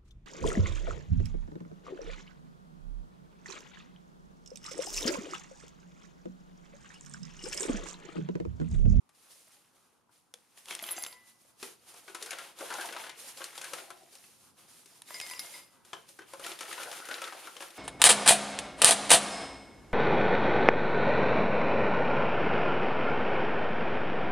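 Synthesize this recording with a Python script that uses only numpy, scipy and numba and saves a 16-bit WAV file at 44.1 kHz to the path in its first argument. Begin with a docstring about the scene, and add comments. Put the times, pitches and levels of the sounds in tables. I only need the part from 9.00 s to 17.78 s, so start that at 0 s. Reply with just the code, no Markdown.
"""Ice cubes knock, tumble and slide in a plastic bin as a plastic scoop digs them out, twice, on a kitchen counter.
Each knock is bursts of noise with short tones; moving ice is noise and thousands of tiny rings.
Cubes tipped into a ceramic mug make it ring in many damped sines. The scoop drones, drags hollowly and lands.
Behind them are low thumps, a faint room echo, a low-mid murmur and the steady noise and rumble of the kitchen."""
import sys
import numpy as np
from scipy import signal
from scipy.fft import rfft, irfft, next_fast_len
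from scipy.io import wavfile
from scipy.ndimage import uniform_filter1d
from numba import njit

SR = 44100
rng = np.random.default_rng(int(sys.argv[2]) if len(sys.argv) > 2 else 0)


def dump(signal):
    """Clip the signal to [-1, 1] and save it as 16-bit WAV at the path in sys.argv[1]."""
    limited = np.clip(np.atleast_2d(signal).T, -1, 1)
    pcm = np.round(limited * 32767).astype(np.int16)
    wavfile.write(sys.argv[1], SR, pcm)


N = 387198

# colour of the hiss of wet ice: f/Hz, relative level/dB
HISS_COLOUR = [(1470, -11.5), (2500, -7.5), (3310, -7), (4440, -6), (5110, -6.5), (7890, -5.5),
               (10100, -1.5), (14600, -15.5), (15600, -45), (16000, -47)]
# low rumble through counter and hand, and a faint steady low-mid murmur, rising at the start:
# t/s, rumble/dB, murmur/dB
RUMBLE_AND_MURMUR = [(0.0, -88, -96), (.3, -84, -74.5), (2.03, -77.5, -72.5), (3.84, -74, -70),
                     (5.11, -74.5, -82), (5.5, -70, -68), (5.89, -73, -69), (7.46, -70.5, -68.5),
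                     (8.78, -83, -65)]
BIN_PAN_DB = 2  # the bin stands left


def undb(db):
    """Turn decibels into a plain gain."""
    return 10 ** (np.asarray(db) / 20)


def unit(x):
    """Scale a sound to rms 1."""
    return x / np.sqrt(np.mean(x ** 2))


def noise(spectrum):
    """Noise of rms 1 coloured by points of f/Hz, level/dB."""
    hz, db = np.transpose(spectrum)
    size = next_fast_len(N)
    f = np.maximum(np.fft.rfftfreq(size, 1 / SR), 1)
    white = rfft(rng.standard_normal(size))
    colour = undb(np.interp(np.log(f), np.log(hz), db))
    return unit(irfft(white * colour, size)[:N])


def band(x, lo_hz, hi_hz):
    """Keep mainly what lies between two frequencies."""
    return signal.sosfilt(signal.butter(2, [lo_hz, hi_hz], "bandpass", fs=SR, output="sos"), x)


def walk(rate):
    """Wandering level: random values held 1 / rate seconds, then smoothed twice; spread near 1."""
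    k = int(SR / rate)
    steps = np.repeat(rng.standard_normal(N // k + 1), k)
    return 1.76 * uniform_filter1d(uniform_filter1d(steps, k), k)[:N]


def along(table):
    """Columns of a curve, sample by sample; the first column is time."""
    s, *columns = np.transpose(table)
    return [np.interp(np.arange(N) / SR, s, column) for column in columns]


def pair(pan_db):
    """Left and right gains; positive leans left."""
    return undb(np.array([pan_db, -pan_db]) / 2)


@njit
def rings(count, s, hz, t60, gains, phase, rate):
    """Damped sines in two channels; at 0 Hz and a quarter turn of phase they are bare decays."""
    out = np.zeros((2, count))
    for k in range(len(s)):
        # one turn and one small loss per sample
        p = np.exp(2j * np.pi * hz[k] / rate - np.log(1000) / (t60[k] * rate))
        z, start = np.exp(1j * phase[k]), int(s[k] * rate)
        for i in range(start, min(count, start + int(t60[k] * rate))):
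            out[0, i] += gains[0, k] * z.imag
            out[1, i] += gains[1, k] * z.imag
            z *= p
    return out


def swells(s, hz, t60, gains, phase, rise_s):
    """Damped sines that swell in: a faster-dying copy is taken away from each."""
    def twice(first, second):
        return np.concatenate([first, second])
    short = np.minimum(rise_s, t60 / 2)
    both_gains = np.hstack([gains, -gains])
    return rings(N, twice(s, s), twice(hz, hz), twice(t60, short), both_gains, twice(phase, phase), 1. * SR)


def fades(s, db, t60, pan_db, rise_s=1e-4):
    """Envelope of blows: a quick rise, then a decay, made of two bare decays."""
    def twice(first, second):
        return np.concatenate([first, second])
    gains = undb(db) * pair(pan_db)
    quarter_turn = np.full(2 * len(s), np.pi / 2)
    return rings(N, twice(s, s), twice(0 * s, 0 * s), twice(t60, rise_s + 0 * s),
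                 np.hstack([gains, -gains]), quarter_turn, 1. * SR)


def jostle(count, lo_hz, hi_hz, cycles, scatter_db):
    """Many small random knocks, each a short ring at its own pitch and place; rms 1."""
    u = rng.random((count, 5)).T
    hz = lo_hz * (hi_hz / lo_hz) ** u[1]
    strength = np.minimum(-np.log(1 - u[2]), 3)  # mostly weak, a few strong
    gains = undb(scatter_db * strength) * pair(5 * (u[3] - .5))
    return unit(rings(N, u[0] * N / SR, hz, cycles / hz, gains, 2 * np.pi * u[4], 1. * SR))


@njit
def walls(x, lags, gain, damp):
    """Room echo: eight delay lines that feed each other, duller on every round."""
    line, soft, out = np.zeros((8, 4096)), np.zeros(8), np.zeros((2, len(x)))
    for i in range(len(x)):
        total = 0.
        for k in range(8):
            soft[k] += (1 - damp) * (gain[k] * line[k, (i - lags[k]) & 4095] - soft[k])
            total += soft[k]
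            out[k % 2, i] += soft[k]
        for k in range(8):
            line[k, i & 4095] = x[i] + soft[k] - total / 4
    return out


def over_mug(s):
    """True while the scoop is over the mug."""
    # visits to the mug: start/s, end/s
    visits = [(1.3, 2.3), (5.95, 6.7)]
    return sum((s > start) & (s < end) for start, end in visits) > 0


def bin_body():
    """Noise through the resonances of the bin walls and the air in it; rms 1."""
    # resonances: f/Hz, width/Hz, level/dB
    resonances = [(362.4, 90, 3.5), (525.5, 47, 0), (774, 246, 4.5), (1056, 260, 4), (1327, 225, 4.5),
                  (1590, 200, 2)]
    x = rng.standard_normal(N)
    total = 0
    for k, (hz, width, db) in enumerate(resonances):
        # neighbours have opposite sign
        total = total + (-1) ** k * undb(db) * unit(band(x, hz - width / 2, hz + width / 2))
    return unit(total)


def kitchen():
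    """Steady noise of air and appliances, and a low rumble, partly alike in both channels."""
    # colour of the kitchen: f/Hz, relative level/dB
    air_colour = [(15, -44), (25, -15), (256, -0.5), (607, -10), (887, -3), (1260, -4.5), (1650, -19),
                  (1940, -13), (3620, -18.5), (10100, -20), (12500, -25), (16000, -41)]
    apart = np.array([[1], [-1]])
    air_gain = undb(-77 + 0.97 * walk(1.76))
    air = air_gain * (noise(air_colour) + 0.88 * noise(air_colour) * apart)
    mid, side = (unit(band(rng.standard_normal(N), 97, 317)) for _ in range(2))
    rumble_gain = undb(along(RUMBLE_AND_MURMUR)[0])
    return air + rumble_gain * (0.75 * mid + .5 * side * apart)


def counter():
    """A few heavy blows shake the counter: each is a short low tone that swells and dies."""
    # blows: t/s, level/dB, f/Hz
    thumps = [(1.823, -55, 237), (2.029, -63, 260), (2.626, -50.5, 253), (4.733, -58, 166), (6.2, -63, 94),
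              (7.458, -63, 196), (7.719, -70, 256), (8.11, -51, 270)]
    s, db, hz = np.transpose(thumps)
    return swells(s, hz, 0.13 + 0 * s, undb(db) * pair(0 * s), 0 * s, .004)


def hollow():
    """The scoop is dragged out: friction flutters in two resonances of the air inside it."""
    # loudness of the drag before flutter: t/s, level/dB
    drag_curve = [(4.761, -57), (4.86, -68), (4.934, -65.5), (5.06, -67), (5.14, -87)]
    s, db = np.transpose(drag_curve)
    drag_db = np.interp(np.arange(N) / SR, s, db, left=-120, right=-120)
    gain = undb(drag_db + 4.6 * walk(45))
    x = rng.standard_normal(N)
    air = unit(band(x, 646, 775)) + .5 * unit(band(x, 346, 375))
    return gain * air * pair(np.full(1, BIN_PAN_DB))


def scoop():
    """The empty scoop lands in the bin: a blunt double snap, then the plastic shudders in its resonances."""
    # landings: t/s, low resonance level/dB, high resonance level/dB
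    landings = [(2.6272, -48.5, -57), (6.9306, -60, -50), (7.1897, -57, -62)]
    # resonances of the scoop: f/Hz, width/Hz, added level/dB
    plastic = [(403, 160, -3), (1570, 130, -5.5), (3100, 190, -2)]
    s, low_db, high_db = np.transpose(landings)
    out = 0
    for hz, width, db in plastic:
        shudder = unit(band(rng.standard_normal(N), hz - width / 2, hz + width / 2))
        landing_db = low_db if hz < 1000 else high_db
        out = out + shudder * fades(s, landing_db + db, 0.32 + 0 * s, 2.1 + 0 * s, .002)
    snap_gains = undb(high_db + 26.5) * pair(3.1 + 0 * s)
    for late_s in (.001, .0035):  # heel, then lip
        out = out + rings(N, s + late_s, 1300 + 0 * s, 0.002 + 0 * s, snap_gains, 0 * s, 1. * SR)
    return out


def scoop_drones():
    """Plastic resonances of the scoop drone roughly, as it grinds through ice or tips over the mug."""
    # drones: start t/s, length/s, f/Hz, level/dB
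    drones = [(1.705, 0.033, 3240, -49), (1.707, .022, 2190, -52), (3.29, 0.033, 1490, -50),
              (3.619, 0.015, 557, -45.5), (3.696, 0.053, 1470, -46), (3.714, 0.039, 890, -45),
              (3.786, 0.043, 1560, -44.5), (3.84, 0.02, 840, -48), (3.948, 0.035, 920, -48.5),
              (4.637, 0.035, 1580, -53), (7.79, 0.17, 1434, -50), (7.88, 0.029, 714, -48),
              (8.102, 0.033, 1440, -48), (8.234, 0.054, 1420, -50.5), (8.0, .07, 1400, -55),
              (8.329, .04, 750, -56.5)]
    width_hz, fall_db_per_s = 250, 600
    out = np.zeros(N)
    rough = rng.standard_normal(N) * undb(2.3 * walk(90))
    for start, length, hz, db in drones:
        span = slice(int((start - .02) * SR), int((start + length + .08) * SR))
        t = np.arange(span.start, span.stop) / SR
        before, after = np.maximum(start - t, 0), np.maximum(t - start - length, 0)
        shape_db = -fall_db_per_s * (3 * before + after)  # rises three times as fast as it falls
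        drone = unit(band(rough[span], hz - width_hz / 2, hz + width_hz / 2))
        out[span] += undb(db + shape_db) * drone
    return out * pair(np.full(1, 1.7 * BIN_PAN_DB))


def mug():
    """Cubes strike the mug: its modes ring as damped sines; the next cube to touch takes part of the ring away."""
    # strikes: t/s, oval level/dB, rim level/dB, wall level/dB, base level/dB, lip level/dB,
    # angle from the handle/degrees, share of free ring time that resting ice leaves the upper modes/ratio
    strikes = [(1.8254, -61, -66, -55, -30.5, -40, 14, 0.24), (1.8644, -52, -59, -57, -41, -53, 16, 1.1),
               (1.9094, -50, -60, -65, -30.5, -60, 17, 0.84), (1.9689, -52, -60, -45.5, -45, -66, 29, 1.1),
               (1.9844, -54, -69, -43, -33.5, -62, 5, 0.39), (2.0234, -48.5, -57, -65, -31, -70, 24, 0.42),
               (2.0632, -56, -55, -56, -35, -66, 36, 0.73), (2.1271, -54, -63, -66, -52, -72, 11, 0.47),
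               (6.1044, -52, -55, -60, -56, -49, 13, .6), (6.1449, -42.5, -37.5, -51, -60, -60, 22, 0.33),
               (6.2144, -41, -41, -56, -61, -63, 39, .4), (6.2677, -49, -54, -54, -53, -60, 23, 0.88),
               (6.3114, -44, -45.5, -56, -44.5, -56, 26, 0.95),
               (6.3944, -44.5, -43, -62, -33, -60, 44, 0.3), (6.4542, -49, -58, -74, -57, -62, 41, .5),
               (6.54, -45, -43.5, -74, -64, -65, 35, .78), (6.554, -53, -48, -70, -61, -54, 15, 0.86)]
    # modes: family (0 lower oval, 1 upper oval, 2 rim, 3 wall, 4 base, 5 lip), f/Hz, added level/dB, free t60/s
    modes = [(0, 1992, -3, .9), (1, 2129, -2, .6), (0, 1000, -8, .45), (2, 3720, -14, .25),
             (2, 4994, -2, .42), (3, 4780, -6, .35), (2, 9440, -10, .35), (3, 7058, -10, .3),
             (4, 11270, -22, .4), (3, 7462, 0, .4), (3, 6252, -4, .2), (4, 10824, -6, .26),
             (4, 10977, -10, .45), (4, 13020, -25, .55), (4, 13835, -26, .55), (4, 14180, -27, .25),
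             (4, 14430, -30, .45), (4, 14650, -28, .35), (4, 11940, -21, .35), (4, 12035, -18, .2),
             (4, 12330, -21, .3), (5, 11684, 0, .45)]
    s, oval_db, rim_db, wall_db, base_db, lip_db, degrees, share = np.transpose(strikes)
    # the second scoop lands in a half-full mug, which damps the oval mode
    load = np.where(s > 4, .75, 1)
    # the handle splits the oval mode in two; the place of the blow shares it out
    angle = np.radians(2 * degrees)
    lower_db, upper_db = (oval_db + 20 * np.log10(abs(f(angle)) + 0.0092) for f in (np.cos, np.sin))
    family_db = [lower_db, upper_db, rim_db, wall_db, base_db, lip_db]

    # shifting cubes brush the wall and make each ring waver, until they come to rest
    stirred = np.minimum(fades(s, 10 + 0 * s, .3 + 0 * s, 0 * s)[0], 1)
    waver = [undb((1 if k > 1 else .6) * 3 * stirred * walk(45)) for k in range(len(family_db))]
    gap = np.diff(s)
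    steps = (s[1:] * SR).astype(int) - (s[:-1] * SR).astype(int)
    out = 0
    for family, hz, db, t60 in modes:
        family = int(family)
        luck = rng.random((len(s), 3)).T
        kept = .7 if family < 2 or hz > 12500 else .45  # a touch takes less from the slow oval swing
        # each ring gets a random level and left-right balance
        gains = undb(family_db[family] + db + 4 * (luck[0] - .5)) * pair(1.1 + 12 * (luck[2] - .5))
        if family < 2:
            ring_s = t60 * 0.8 * load  # ice inside shortens the oval's ring
        else:
            ring_s = t60 * np.clip(share, .1, 1.5) ** (.4 if hz > 12500 else 1)
        phase = 2 * np.pi * luck[1]
        hz = hz * (1 + .004 * (luck[0] - .5))  # each ring's pitch scatters a little at random
        ring = rings(N, s, hz, ring_s, gains, phase, 1. * SR)
        # from the next strike on, subtract a share of the same ring, still in step with it
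        taken = (1 - kept) * gains[:, :-1] * undb(-60 * gap / ring_s[:-1])
        later_phase = phase[:-1] + 2 * np.pi * hz[:-1] * steps / SR
        ring = ring - rings(N, s[1:], hz[:-1], ring_s[:-1], taken, later_phase, 1. * SR)
        out = out + waver[family] * ring
    return out


def shuffles():
    """Shuffles of the scoop set cubes moving: gains of sliding, rattling and tumbling rise, hold and fall."""
    # shuffles: start t/s, length/s, sliding level/dB, clatter level/dB
    moves = [(0.157, 0.1, -65, -74.5), (0.315, 0.063, -55.5, -73), (0.477, 0.068, -59, -68.5),
             (0.613, 0.062, -72, -77), (0.754, 0.15, -72.5, -79), (1.127, 0.033, -66, -76),
             (1.37, 0.16, -71, -76.5), (1.583, 0.022, -59, -69), (1.705, 0.019, -49.5, -50),
             (1.812, 0.094, -56, -56), (1.978, 0.093, -55, -57.5), (2.272, 0.039, -62, -86),
             (2.408, 0.042, -64, -89), (2.616, 0.009, -50.5, -63), (2.77, 0.22, -68, -76),
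             (2.883, 0.21, -57.5, -65.5), (3.217, 0.2, -52, -53.5), (3.604, 0.043, -49.5, -52),
             (3.695, .3, -48, -50), (4.198, 0.11, -46.5, -57), (4.38, 0.068, -50, -53.5),
             (4.564, 0.24, -53, -58), (4.9, 0.16, -60.5, -67), (5.127, 0.12, -55.5, -68.5),
             (5.368, 0.16, -66.5, -91), (5.588, 0.029, -61.5, -69), (5.692, 0.26, -59, -71.5),
             (6.089, 0.43, -48, -54.5), (6.866, 0.21, -64, -68.5), (7.089, 0.05, -57.5, -80),
             (7.283, 0.18, -57.5, -63.5), (7.437, 0.063, -48.5, -50.5), (7.603, 0.38, -48, -50),
             (8.059, 0.067, -48.5, -49), (8.217, 0.078, -50, -50), (8.395, 0.16, -56, -58.5),
             (8.616, 0.028, -50, -52), (8.71, 0.049, -63, -67)]
    rise_db_per_s, fall_db_per_s = 472, 96
    t, power = np.arange(0, N, 64) / SR, 0  # a coarse clock, filled in at the end
    for start, length, slide_db, clatter_db in moves:
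        before, after = np.maximum(start - t, 0), np.maximum(t - start - length, 0)
        shape_db = -rise_db_per_s * before - fall_db_per_s * after
        tumble_db = clatter_db + (-0.5 if over_mug(start) else 2)  # how much clatter shakes the plastic
        # wet faces slide on softly after a shuffle
        linger_db = np.where(t > start, -15 - 57 * after, -200)
        db = [slide_db + np.maximum(shape_db, linger_db), clatter_db + shape_db, tumble_db + shape_db]
        power = power + undb(db) ** 2
    return [np.interp(np.arange(N) / SR, t, np.sqrt(p)) for p in power]


def moving_ice():
    """Tumbling shakes the bin over a faint murmur, cubes rattle on each other, wet faces hiss and crackle."""
    sliding, rattling, tumbling = shuffles()
    murmur_gain = undb(along(RUMBLE_AND_MURMUR)[1])
    tumbling = np.hypot(tumbling, murmur_gain)
    surge = walk(25)

    bumps = jostle(count=2500, lo_hz=448.6, hi_hz=1785, cycles=31, scatter_db=4.5)
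    tumble = 0.39 * bin_body() * undb(3.67 * surge) + 0.37 * bumps

    scrape = unit(band(rng.standard_normal(N), 2080, 3840)) * undb(3.54 * surge)
    grains = jostle(count=6000, lo_hz=1740, hi_hz=5400, cycles=9.3, scatter_db=3.5)
    rattle = .5 * scrape + .7 * grains

    mid, side = noise(HISS_COLOUR), noise(HISS_COLOUR)
    wide = 0.81 * mid + 0.5 * side * np.array([[1], [-1]])
    crackle = jostle(count=2500, lo_hz=4520, hi_hz=12800, cycles=56, scatter_db=4.5)
    hiss = wide * undb(2.0 * surge + 0.53 * walk(60)) + 0.24 * crackle
    bin_side = pair(np.full(1, BIN_PAN_DB))
    return bin_side * (tumbling * tumble + rattling * rattle) + sliding * hiss


def knocks():
    """Each knock: a crack, a short pitch, a thud, a fainter noisy tail; crisp at the mug, soft and long in the bin."""
    # single knocks, levels before the offsets below: t/s, peak level/dB, clack f/Hz,
    # thud level/dB, thud f/Hz, tick level/dB
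    knock_table = [(0.091, -52.5, 1170, -72, 810, -58.5), (0.1491, -56, 4730, -78, 619, -74),
                   (0.3077, -50, 4970, -81, 832, -67), (1.0924, -71, 940, -65, 985, -86),
                   (1.3395, -30, 3400, -54.5, 483, -33.5), (1.575, -38, 2330, -57, 840, -49),
                   (1.6571, -36.5, 3320, -67, 778, -37.5), (1.6846, -31, 3030, -55, 910, -38),
                   (1.7087, -21, 2260, -52, 1120, -35), (1.7244, -28, 3250, -51, 660, -46),
                   (1.7508, -25, 3280, -54, 836, -24), (1.7911, -25.5, 3350, -51, 890, -46),
                   (1.797, -30, 2040, -55, 890, -52), (1.8254, -36, 856, -38.5, 670, -38),
                   (1.8392, -23.5, 3260, -55, 890, -35), (1.889, -22, 3110, -45, 855, -55),
                   (1.9088, -34, 1990, -45, 896, -47), (1.9296, -33, 2130, -50, 649, -53),
                   (1.9652, -29.5, 6160, -51.5, 324, -54), (1.98, -26, 2600, -36.5, 744, -51),
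                   (2.0226, -32, 4750, -51, 630, -47), (2.037, -19.5, 6280, -59, 716, -29.5),
                   (2.0484, -26, 3650, -47, 990, -47), (2.0637, -24.5, 3000, -46, 1100, -40),
                   (2.1271, -33, 4540, -67, 1000, -59), (2.599, -48, 6400, -71, 904, -53),
                   (2.6274, -26, 2520, -42.5, 394, -37.5), (2.9407, -46, 914, -55.5, 714, -49),
                   (3.0792, -32, 1476, -54.5, 398, -54), (3.097, -44, 2520, -54, 386, -60),
                   (3.1472, -27.5, 1310, -41.5, 1010, -34.5), (3.214, -50, 2950, -61, 615, -49),
                   (3.2249, -30.5, 4600, -47.5, 423, -33), (3.26, -34.5, 1470, -49, 490, -40.5),
                   (3.307, -28, 2280, -61, 696, -32.5), (3.316, -31, 1450, -49, 900, -60),
                   (3.3293, -29, 1510, -44, 545, -53), (3.3855, -27.5, 1386, -48, 845, -40.5),
                   (3.5877, -64, 1520, -49.5, 855, -41.5), (3.6072, -36, 1400, -38.5, 550, -43),
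                   (3.703, -26, 1600, -36, 1000, -39.5), (3.7244, -32, 1036, -48, 1000, -44),
                   (3.7384, -27, 6240, -42, 506, -38), (3.7504, -44, 1530, -50, 790, -61),
                   (3.7838, -39, 1630, -37.5, 767, -60), (3.8097, -26.5, 1620, -48, 800, -40),
                   (3.857, -38, 1100, -52, 832, -37.5), (3.8879, -30.5, 1640, -43, 810, -58),
                   (3.925, -28.5, 1486, -47, 1210, -41), (3.9639, -26.5, 1297, -43, 820, -51),
                   (3.9934, -33, 890, -64, 904, -60), (4.0385, -31, 1474, -63, 1100, -64),
                   (4.0652, -33, 1660, -47, 990, -65), (4.0936, -30, 2065, -49, 797, -42.5),
                   (4.373, -37, 4500, -55, 834, -46), (4.4049, -32.5, 1100, -41.5, 531, -59),
                   (4.4167, -30, 1580, -55, 560, -59), (4.441, -31, 4520, -66, 840, -33),
                   (4.529, -41, 1350, -58, 880, -58), (4.5534, -37, 1325, -62, 890, -46),
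                   (4.5775, -29, 3310, -47, 805, -37.5), (4.6139, -31, 1530, -53, 880, -37),
                   (4.6424, -29, 1635, -64, 1200, -38), (4.725, -57, 1330, -47, 570, -66),
                   (4.7335, -27.5, 1320, -40.5, 518, -32), (4.7835, -32.5, 1426, -49, 720, -47),
                   (4.9033, -35, 1340, -44.5, 716, -43.5), (5.1282, -49, 5000, -66, 426, -56),
                   (5.1524, -45, 5160, -62, 770, -48), (5.2395, -46, 2630, -79, 791, -61),
                   (5.8578, -49, 6160, -66, 396, -48), (6.0197, -34.5, 3800, -55, 956, -38),
                   (6.0776, -43, 3980, -65, 1010, -57), (6.1066, -31.5, 2130, -39, 990, -48),
                   (6.1432, -27, 5100, -45, 1040, -44), (6.2008, -18.5, 2550, -67, 1200, -29),
                   (6.2128, -26, 2190, -66, 988, -29), (6.265, -30, 5140, -65, 690, -43),
                   (6.3111, -31, 2150, -49, 690, -45), (6.299, -32, 3120, -55, 900, -33),
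                   (6.3355, -27.5, 2740, -45, 990, -50), (6.349, -42, 6200, -70, 900, -43),
                   (6.3936, -18, 5530, -66, 1110, -38), (6.4, -32, 4340, -64, 1100, -37),
                   (6.553, -37, 3020, -70, 996, -57), (6.849, -55, 1530, -61, 369, -50.5),
                   (6.9316, -26, 3080, -37.5, 1010, -47.5), (7.0896, -58, 1970, -67, 1010, -48.5),
                   (7.1892, -33.5, 1526, -47.5, 325, -52), (7.218, -43, 1490, -56, 307, -60),
                   (7.3342, -33.5, 1045, -41.5, 547, -43), (7.3954, -44, 950, -42, 542, -43.5),
                   (7.439, -31, 3170, -57, 900, -52), (7.4447, -30, 1900, -41.5, 1000, -45),
                   (7.4635, -27.5, 1350, -57, 549, -36), (7.5168, -29, 3500, -46, 1200, -56),
                   (7.5892, -35, 3610, -60, 797, -42), (7.6077, -27.5, 1322, -44.5, 520, -34),
                   (7.622, -37, 3600, -63, 900, -56), (7.651, -39, 1300, -63, 1000, -51),
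                   (7.689, -56, 1320, -52, 413, -59), (7.7119, -27.5, 1250, -46, 1060, -56),
                   (7.727, -30, 1800, -51, 495, -37), (7.7777, -29, 1450, -43, 1000, -51),
                   (7.8312, -31, 1455, -50, 1010, -34.5), (7.914, -30.5, 3540, -45, 1200, -39.5),
                   (7.927, -30.5, 1436, -56, 1000, -45), (7.9995, -36, 1320, -49, 799, -58),
                   (8.053, -34.5, 1520, -55, 900, -46), (8.0862, -30, 1450, -41.5, 510, -41),
                   (8.111, -23, 1516, -46, 626, -57), (8.1412, -25, 3960, -52, 991, -59),
                   (8.1798, -33, 1370, -45, 790, -58), (8.2167, -24.5, 1310, -44, 540, -37.5),
                   (8.2405, -25.5, 3560, -54, 1000, -50), (8.2756, -29.5, 1253, -46, 525, -50),
                   (8.3235, -32.5, 1580, -43.5, 790, -56), (8.4709, -32, 1362, -41.5, 1210, -46.5),
                   (8.566, -33, 3140, -51, 1120, -47), (8.605, -34, 2800, -41.5, 548, -45),
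                   (8.6218, -34, 1647, -45, 916, -43), (8.7041, -46, 2900, -58, 341, -48)]
    s, peak_db, clack_hz, thud_db, thud_hz, tick_db = np.transpose(knock_table)
    luck = rng.random((len(s), 4)).T
    at_mug = over_mug(s)

    def place(mug_value, bin_value):
        return np.where(at_mug, mug_value, bin_value)

    pan_db = place(1.5, 4.5) + 3 * (luck[3] - .5)
    sides = pair(pan_db)
    soft, tail_db, rise_s = place(.45, 1.3), place(25, 10.5), place(.001, .006)

    # thud: noise through the bin, plus a low tone
    thud = fades(s, thud_db - place(9, 3), 0.082 * soft, pan_db, rise_s) * bin_body()
    thud_t60 = np.minimum(36 / thud_hz, .09) * place(.65, 1)
    thud = thud + swells(s, thud_hz, thud_t60, undb(thud_db + 1.5) * sides, 0 * s, 1.33 * rise_s)

    clack = 0
    for lo_hz in (532, 1170, 1820, 3550):
        # the noise of the crack gathers in the octaves near its pitch; its rms lies far under its peak
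        db = peak_db - 19.5 - 5 * abs(np.log2(clack_hz / (1.03 * lo_hz)))
        crack = fades(s, db + place(3.5, 2.3), 0.041 * soft, pan_db, rise_s / 2)
        tail_cut_db = tail_db + (4 if lo_hz > 3000 else 0)
        crack = crack + fades(s, db - tail_cut_db, place(.15, .41), pan_db, rise_s)
        clack = clack + crack * unit(band(rng.standard_normal(N), lo_hz, 2.01 * lo_hz))

    # two short tones give the pitch
    tone_t60 = place(.022, .085) * (1500 / clack_hz) ** place(.05, .8)
    for ratio, turn, under_db in ((1, luck[0], 13), (0.64 + 0.66 * luck[1], luck[2], 19)):
        tone_gains = undb(peak_db - under_db) * sides
        clack = clack + swells(s, ratio * clack_hz, tone_t60, tone_gains, 2 * np.pi * turn, 0.64 * rise_s)

    # knocks at the mug start with a hard snap; in the bin only clacks above 2600 Hz do
    snap_db = peak_db + place(-4.5, np.where(clack_hz > 2600, 1.5, -200))
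    snap_hz = np.maximum(clack_hz, 2000)
    clack = clack + rings(N, s + 0.00101, snap_hz, 10.4 / snap_hz, undb(snap_db) * sides, 0 * s, 1. * SR)

    tick = fades(s, tick_db, 0.017 * soft, pan_db, 0.64 * rise_s)
    tick = tick + fades(s, tick_db - tail_db, 0.17 + 0 * s, pan_db, rise_s)
    return thud + clack + tick * band(noise(HISS_COLOUR), 1450, 10800)


def scene():
    """Add the near sounds, their room echo, the counter and the kitchen."""
    near = moving_ice() + knocks() + mug() + hollow() + scoop_drones() + scoop()
    # small things radiate no deep bass
    near = signal.sosfilt(signal.butter(3, 170, "highpass", fs=SR, output="sos"), near)
    lags = rng.integers(500, 2600, 8)  # samples
    round_gain = undb(-60 * lags / SR / 0.3)  # 0.3 s to fall 60 dB, before the dulling
    room = walls(near.mean(axis=0) + 1e-18, lags, round_gain, 0.84)
    return near + undb(-6) * room + counter() + kitchen()


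def record(dry):
    """The right channel gets more treble than the left; both have a narrow notch and lose the very top."""
    top = signal.sosfiltfilt(signal.butter(2, 12000, "highpass", fs=SR, output="sos"), dry)
    tilted = dry + top * np.array([[-.3], [.3]])
    notched = signal.lfilter(*signal.iirnotch(7900, 45, SR), tilted)
    return signal.sosfilt(signal.ellip(8, .2, 70, 15700, fs=SR, output="sos"), notched)


dry = scene()
out = record(dry)
dump(out)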